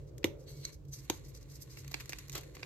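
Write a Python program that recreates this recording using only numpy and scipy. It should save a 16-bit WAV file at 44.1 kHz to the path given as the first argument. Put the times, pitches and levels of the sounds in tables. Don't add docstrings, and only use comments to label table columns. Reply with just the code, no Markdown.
import sys
import numpy as np
from scipy import signal
from scipy.fft import rfft, irfft
from scipy.io import wavfile

SR = 44100
rng = np.random.default_rng(int(sys.argv[2]) if len(sys.argv) > 2 else 0)


def log_audio(samples):
    frames = np.atleast_2d(samples).T
    limited = np.clip(frames, -1, 1)
    pcm = np.round(limited * 32767).astype(np.int16)
    wavfile.write(sys.argv[1], SR, pcm)


N = 116865
TIME = np.arange(N) / SR
LEFT_RIGHT = np.array([[1], [-1]])


def undb(db):
    return 10 ** (np.asarray(db) / 20)


def rms(x):
    return np.sqrt(np.mean(x ** 2) + 1e-30)


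def unit(x):
    return x / rms(x)


def fader(curve):
    return undb(np.interp(TIME, *np.array(curve).T))


def through(x, ir):
    return signal.fftconvolve(x, ir[None], axes=1)[:, :x.shape[1]]


def add(out, x, at):
    start = int(round(at * SR)) - x.shape[1] // 2
    lo, hi = max(start, 0), min(start + x.shape[1], N)
    out[:, lo:hi] += x[:, lo - start:hi - start]


def colour(x, spectrum, tilt_db_oct=0):
    size = 2048
    hz, db = np.array(spectrum).T
    octave = np.log2(np.maximum(np.fft.rfftfreq(size, 1 / SR), 10))
    below = np.maximum(np.log2(hz[0]) - octave, 0)
    shape_db = np.interp(octave, np.log2(hz), db) - 14 * below + tilt_db_oct * octave
    cepstrum = irfft(np.log(undb(shape_db - shape_db.max()) + 1e-5))
    cepstrum[1:size // 2] *= 2
    cepstrum[size // 2 + 1:] = 0
    ir = irfft(np.exp(rfft(cepstrum)))
    return through(x, ir / np.linalg.norm(ir))


def diffuse(spectrum, wide_hz=480):
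    f = np.maximum(np.fft.rfftfreq(N, 1 / SR), 1)
    hz, db = np.array(spectrum).T
    mid, side = rfft(rng.standard_normal((2, N))) * undb(np.interp(np.log(f), np.log(hz), db))
    return unit(irfft(mid + LEFT_RIGHT * side * f / np.hypot(f, wide_hz), N))


def grains(size, per_s, spread_db, side_power=0.275):
    hit = rng.random(size) < per_s / SR
    strength = undb(spread_db * np.clip(rng.standard_normal(size), -2.5, 2.5))
    polarity, side = rng.choice([-1, 1], (2, size))
    lean = np.sqrt(1 - side_power) + np.sqrt(side_power) * LEFT_RIGHT * side
    return unit(hit * polarity * lean * strength)


def burst(spectrum, rise_s, decay_s, tilt_db_oct=0):
    t = np.arange(-4096, 4096) / SR
    envelope = np.exp(np.minimum(t / rise_s, -t / decay_s))
    fractures = envelope * grains(len(t), per_s=5500, spread_db=5)
    return unit(colour(fractures, spectrum, tilt_db_oct)) * rms(envelope)


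# f/Hz, level/dB
HUM_SPECTRUM = [(10, -55), (24, -28), (36, -4), (55, 5), (75, -0.5), (86, -1), (105, -0.5), (120, -1.5),
                (138, 8.5), (152, -3.5), (175, -14.5), (240, -21), (310, -10.5), (370, -18.5), (450, -16),
                (600, -29.5), (740, -33), (2000, -46), (6000, -47.5), (15000, -53.5)]
# f/Hz, level/dB
RUSH_SPECTRUM = [(10, -48), (150, -36.5), (300, -3), (420, 4), (570, 1.5), (700, -19), (1500, -28),
                 (5000, -69)]
# t/s, level/dB
RUSH_LEVEL = [(0, -60.5), (.2, -55.5), (.32, -52.5), (.5, -58), (.8, -68.5), (1.08, -79.5), (1.2, -62.5),
              (1.6, -70), (2.3, -73), (2.47, -57), (2.65, -62)]


def background(hum_db=-50, waver_db=0.5):
    waver = np.interp(TIME, np.arange(32) / 10, rng.standard_normal(32))
    hum = undb(hum_db + waver_db * waver) * diffuse(HUM_SPECTRUM)
    return hum + fader(RUSH_LEVEL) * diffuse(RUSH_SPECTRUM)


# t/s, level/dB
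POWDER_LEVEL = [(0, -72.5), (.1, -93), (.42, -77), (.62, -74), (.69, -59), (.77, -88), (.88, -99),
                (.96, -70), (1.08, -66), (1.14, -57.5), (1.22, -68.5), (1.46, -71), (1.7, -66.5),
                (1.88, -63.5), (2.02, -57), (2.07, -62.5), (2.2, -59), (2.3, -66), (2.39, -60),
                (2.46, -64.5), (2.535, -69), (2.65, -57.5)]
# f/Hz, level/dB
POWDER_SPECTRUM = [(350, -32), (600, -12.5), (809, -16), (1060, 1.5), (1230, -6), (2160, -1), (3160, -9.5),
                   (4310, 0.5), (4810, -14.5), (6760, -3.5), (8990, -13), (9760, -25), (10900, -5),
                   (12800, -17.5), (15500, -32)]


def powder():
    return fader(POWDER_LEVEL) * colour(grains(N, per_s=3000, spread_db=5), POWDER_SPECTRUM)


# t/s, length/s, level/dB, tilt/(dB/oct)
STROKES = [(0.082, 0.013, -71, -3), (0.394, 0.046, -69, 0.5), (0.48, .03, -62.5, 9), (.51, 0.18, -64, 2),
           (0.731, 0.013, -56.5, -1), (0.884, 0.014, -69.5, 3), (.928, 0.019, -56, 1), (.95, 0.051, -57, 0),
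           (1.02, 0.03, -64, 4.5), (1.126, .05, -63, 3), (1.249, .018, -61, -2), (1.284, 0.014, -63, 6),
           (1.352, .022, -55.5, -1), (1.417, 0.013, -66, -2), (1.499, 0.029, -59, 0),
           (1.544, 0.024, -59, 2.5), (1.615, 0.017, -52, 4.5), (1.706, 0.046, -58.5, -0.5),
           (1.773, 0.037, -56, 3)]
# f/Hz, level/dB
GRIT_SPECTRUM = [(700, -24), (1400, -15), (2200, -12), (3000, -20.5), (4000, -4), (5000, -1), (6300, 0.5),
                 (7500, -5.5), (9000, -7.5), (11000, -7), (13000, -7.5), (14200, -12), (15500, -47)]
SCUFF_SPECTRUM = [(3500, -19), (5500, -19), (6150, 7), (6700, -14), (9000, -31), (12500, -12),
                  (15000, -36)]
GRIT_PER_S, GRIT_SPREAD_DB = 9900, 4


def rubs(attack_s=0.0069, release_s=0.0071, catch_db=3.5, catch_s=0.0062):
    out, size = np.zeros((2, N)), 16384
    t = (np.arange(size) - size // 2) / SR
    for at, length, db, tilt in STROKES:
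        edges = np.minimum((t + length / 2) / attack_s, (length / 2 - t) / release_s)
        envelope = np.exp(np.minimum(0, edges))
        catch = np.interp(t - t[0], catch_s * np.arange(128), rng.standard_normal(128))
        grit = colour(grains(size, GRIT_PER_S, GRIT_SPREAD_DB), GRIT_SPECTRUM, tilt)
        add(out, undb(db + catch_db * catch) * envelope * grit, at + length / 2)
    add(out, undb(-45.5) * burst(SCUFF_SPECTRUM, rise_s=0.0046, decay_s=0.014), at=0.932)
    return out


# f/Hz, level/dB, t60/s
PIECE_MODES = [(2234, -11.5, 0.17), (4110, 4, 0.031), (4390, 9.5, 0.015), (5340, 0, 0.013),
               (6220, 7, 0.0087), (7630, 0.5, 0.014)]
# t/s, level/dB
SLIDE_LEVEL = [(.46, -71), (.482, -55.5), (.55, -67), (.62, -62.5), (.644, -50), (.67, -62.5), (.71, -78),
               (.75, -75)]


def loose_piece(clink_db=-26.5, tick_db=-35.5):
    t = TIME[:SR // 3]
    ring = sum(undb(db - 60 * t / t60) * np.sin(2 * np.pi * hz * t) for hz, db, t60 in PIECE_MODES)
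    tick = np.zeros((2, N))
    add(tick, burst(GRIT_SPECTRUM, rise_s=0.00042, decay_s=0.0013), at=0.6515)
    clink = unit(through(tick, ring)) * rms(tick)
    touching = (TIME > SLIDE_LEVEL[0][0]) & (TIME < SLIDE_LEVEL[-1][0])
    friction = touching * fader(SLIDE_LEVEL) * grains(N, GRIT_PER_S, GRIT_SPREAD_DB)
    scrape = through(friction, ring / np.linalg.norm(ring))
    return scrape + undb(clink_db) * clink + undb(tick_db) * tick


# t/s, grit/dB, fragments/dB, thud/dB, rise/s, decay/s
COLLAPSES = [(0.181, -46, -84, -82, 0.00049, .0015), (.231, -66, -52, -72, 0.0015, 0.0033),
             (.853, -66, -88, -85, .002, .003), (0.2522, -44, -56, -34.5, 0.0015, 0.0077),
             (1.1, -55, -51, -55, 0.0019, .001), (1.110, -52, -56.5, -46, 0.0007, 0.0029),
             (1.772, -60, -50, -56, 0.0014, 0.0077), (1.846, -51.5, -52, -57, 0.00027, .002),
             (1.879, -42, -50.5, -64, 0.0004, 0.0013), (1.918, -42.5, -54.5, -49, 0.0029, 0.001),
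             (1.93, -47, -65, -67, 0.00038, 0.0011), (1.943, -36, -27.5, -35, 0.0013, 0.0012),
             (2.001, -47, -46.5, -68, 0.0012, 0.0026), (2.006, -44.5, -42.5, -53, 0.00061, 0.0048),
             (2.058, -46.5, -51, -65, 0.00066, 0.0015), (2.094, -36.5, -48, -45.5, 0.00017, 0.006),
             (2.124, -42, -37, -50, 0.00062, 0.00068), (2.132, -37, -29, -39.5, 0.00023, 0.00086),
             (2.186, -41, -47.5, -65, 0.00029, 0.0039), (2.283, -45.5, -68, -70, .0005, 0.00072),
             (2.2968, -37, -43.5, -58, 0.00071, 0.0014), (2.320, -42, -64, -69, 0.00042, 0.0011),
             (2.328, -39.5, -60, -62, 0.00045, 0.0016), (2.334, -46.5, -54, -55, 0.0018, 0.007),
             (2.3538, -35.5, -42, -41, 0.002, 0.004), (2.359, -49, -56, -52, 0.00078, 0.02),
             (2.381, -41, -53, -46, 0.0048, 0.0037), (2.411, -47, -60, -62, .001, 0.0014),
             (2.434, -54, -54, -66, 0.00044, 0.0038), (2.551, -50, -54, -82, .002, 0.0059),
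             (2.568, -60, -45.5, -46.5, 0.00055, 0.0025), (2.595, -63, -52, -54.5, 0.0015, .003),
             (2.632, -69, -34.5, -43, 0.0019, 0.0013)]
# f/Hz, level/dB
FINE_SPECTRUM = [(900, -12), (2000, -5), (3000, -7.5), (4000, 0.5), (5000, -0.5), (6600, 4), (9000, -6),
                 (11000, -4.5), (13300, -0.5), (15500, -25.5)]
COARSE_SPECTRUM = [(600, -18), (1000, -9.5), (1350, -8.5), (1750, -2.5), (2200, -2), (2600, -2.5),
                   (3100, -13), (4300, -7), (5200, -12.5), (9000, -33), (15000, -41)]
THUD_SPECTRUM = [(100, -21), (220, -12), (320, 6), (500, -6), (800, -10), (1400, -17.5), (4000, -74)]
CAVE_IN_SPECTRUM = [(250, -9.5), (480, 0.5), (800, -6), (1300, -4), (1900, -13.5), (3500, -6.5),
                    (7000, -16), (15000, -43)]


def crunches():
    out = np.zeros((2, N))
    for at, *levels_db, rise_s, decay_s in COLLAPSES:
        for db, spectrum in zip(levels_db, (FINE_SPECTRUM, COARSE_SPECTRUM, THUD_SPECTRUM)):
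            add(out, undb(db) * burst(spectrum, rise_s, decay_s), at)
    add(out, undb(-41) * burst(CAVE_IN_SPECTRUM, rise_s=0.0037, decay_s=0.02), at=2.355)
    return out


# t/s, crack/dB, crack decay/s, crack tilt/(dB/oct), thump/dB, thump f/Hz
BREAKS = [(.2430, -18, 0.0011, 1.5, -16, 329), (1.0993, -18.5, 0.0011, -1.5, -22.5, 327)]
# f/Hz, level/dB
FIRST_CRACK = [(350, -12), (500, 10), (700, -0.5), (950, 5), (1250, -17), (1800, 0.5), (2300, 0),
               (3000, -3.5), (4100, -5), (5000, -10), (6500, -11), (8500, -19.5), (10500, -20),
               (13300, -18.5), (15500, -42)]
SECOND_CRACK = [(350, -11.5), (500, 4), (700, -8.5), (950, 2), (1250, -10.5), (1550, -0.5), (1850, -6),
                (2300, -4), (3000, -2.5), (4000, 3.5), (4900, -9.5), (6600, 2), (8500, -13), (11500, -4),
                (13500, -9), (15500, -34)]


def snaps(thump_lag_s=0.0001, knock_hz=511.4, recoil_hz=91.5):
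    out = np.zeros((2, N))
    for row, spectrum in zip(BREAKS, (FIRST_CRACK, SECOND_CRACK)):
        at, crack_db, decay_s, tilt, thump_db, thump_hz = row
        crack = burst(spectrum, rise_s=0.00045, decay_s=decay_s, tilt_db_oct=tilt)
        add(out, undb(crack_db) * crack, at)
        t = np.maximum(TIME - at - thump_lag_s, 0)
        onset = 1 - np.exp(-(t / 0.0024) ** 2)
        thump = np.sin(2 * np.pi * thump_hz * t) * onset * np.exp(-t / 0.0038)
        knock = np.sin(2 * np.pi * knock_hz * t) * onset * np.exp(-t / 0.0053)
        recoil = np.sin(2 * np.pi * recoil_hz * t) * (1 - np.exp(-t / 0.008)) * np.exp(-t / 0.032)
        out += 2 * undb(thump_db) * (thump + undb(-12.5) * knock + undb(-23) * recoil)
    return out


def room(x, right_lag_s=0.00008, scatter_decay_s=0.0034, t60_s=0.22, low_t60_s=0.31):
    t = TIME[:SR // 2]
    low_pass = signal.butter(2, 700, fs=SR, output="sos")
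    high_pass = signal.butter(2, 1200, "high", fs=SR, output="sos")
    onset = 1 - np.exp(-(t / 0.002) ** 2)
    envelopes = np.array([np.exp(-t / scatter_decay_s),
                          onset * undb(-60 * t / t60_s),
                          onset * undb(-60 * t / low_t60_s)])
    out = []
    for channel, lag_s in zip(x, (0, right_lag_s)):
        decays = envelopes * rng.standard_normal((3, len(t)))
        scatter, tail, low_tail = decays / np.linalg.norm(decays, axis=1, keepdims=True)
        ir = undb(-4.5) * signal.sosfilt(high_pass, scatter) + undb(-12.5) * tail
        ir += undb(-13) * signal.sosfilt(low_pass, low_tail)
        delay = np.exp(-2j * np.pi * np.fft.rfftfreq(N, 1 / SR) * lag_s)
        direct = irfft(rfft(channel) * delay, N)
        out.append(direct + signal.fftconvolve(channel, ir)[:N])
    return np.array(out)


def scene(chalk_pan_db=-1, background_pan_db=-1.5):
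    chalk = room(snaps() + powder() + crunches() + rubs() + loose_piece())
    sides = LEFT_RIGHT / 2
    return chalk * undb(chalk_pan_db * sides) + background() * undb(background_pan_db * sides)


def record(dry, notch_hz=9750, top_hz=15800):
    notched = signal.lfilter(*signal.iirnotch(notch_hz, Q=5, fs=SR), dry)
    return signal.sosfilt(signal.ellip(8, 0.2, 70, top_hz, fs=SR, output="sos"), notched)


dry = scene()
out = record(dry)
log_audio(out)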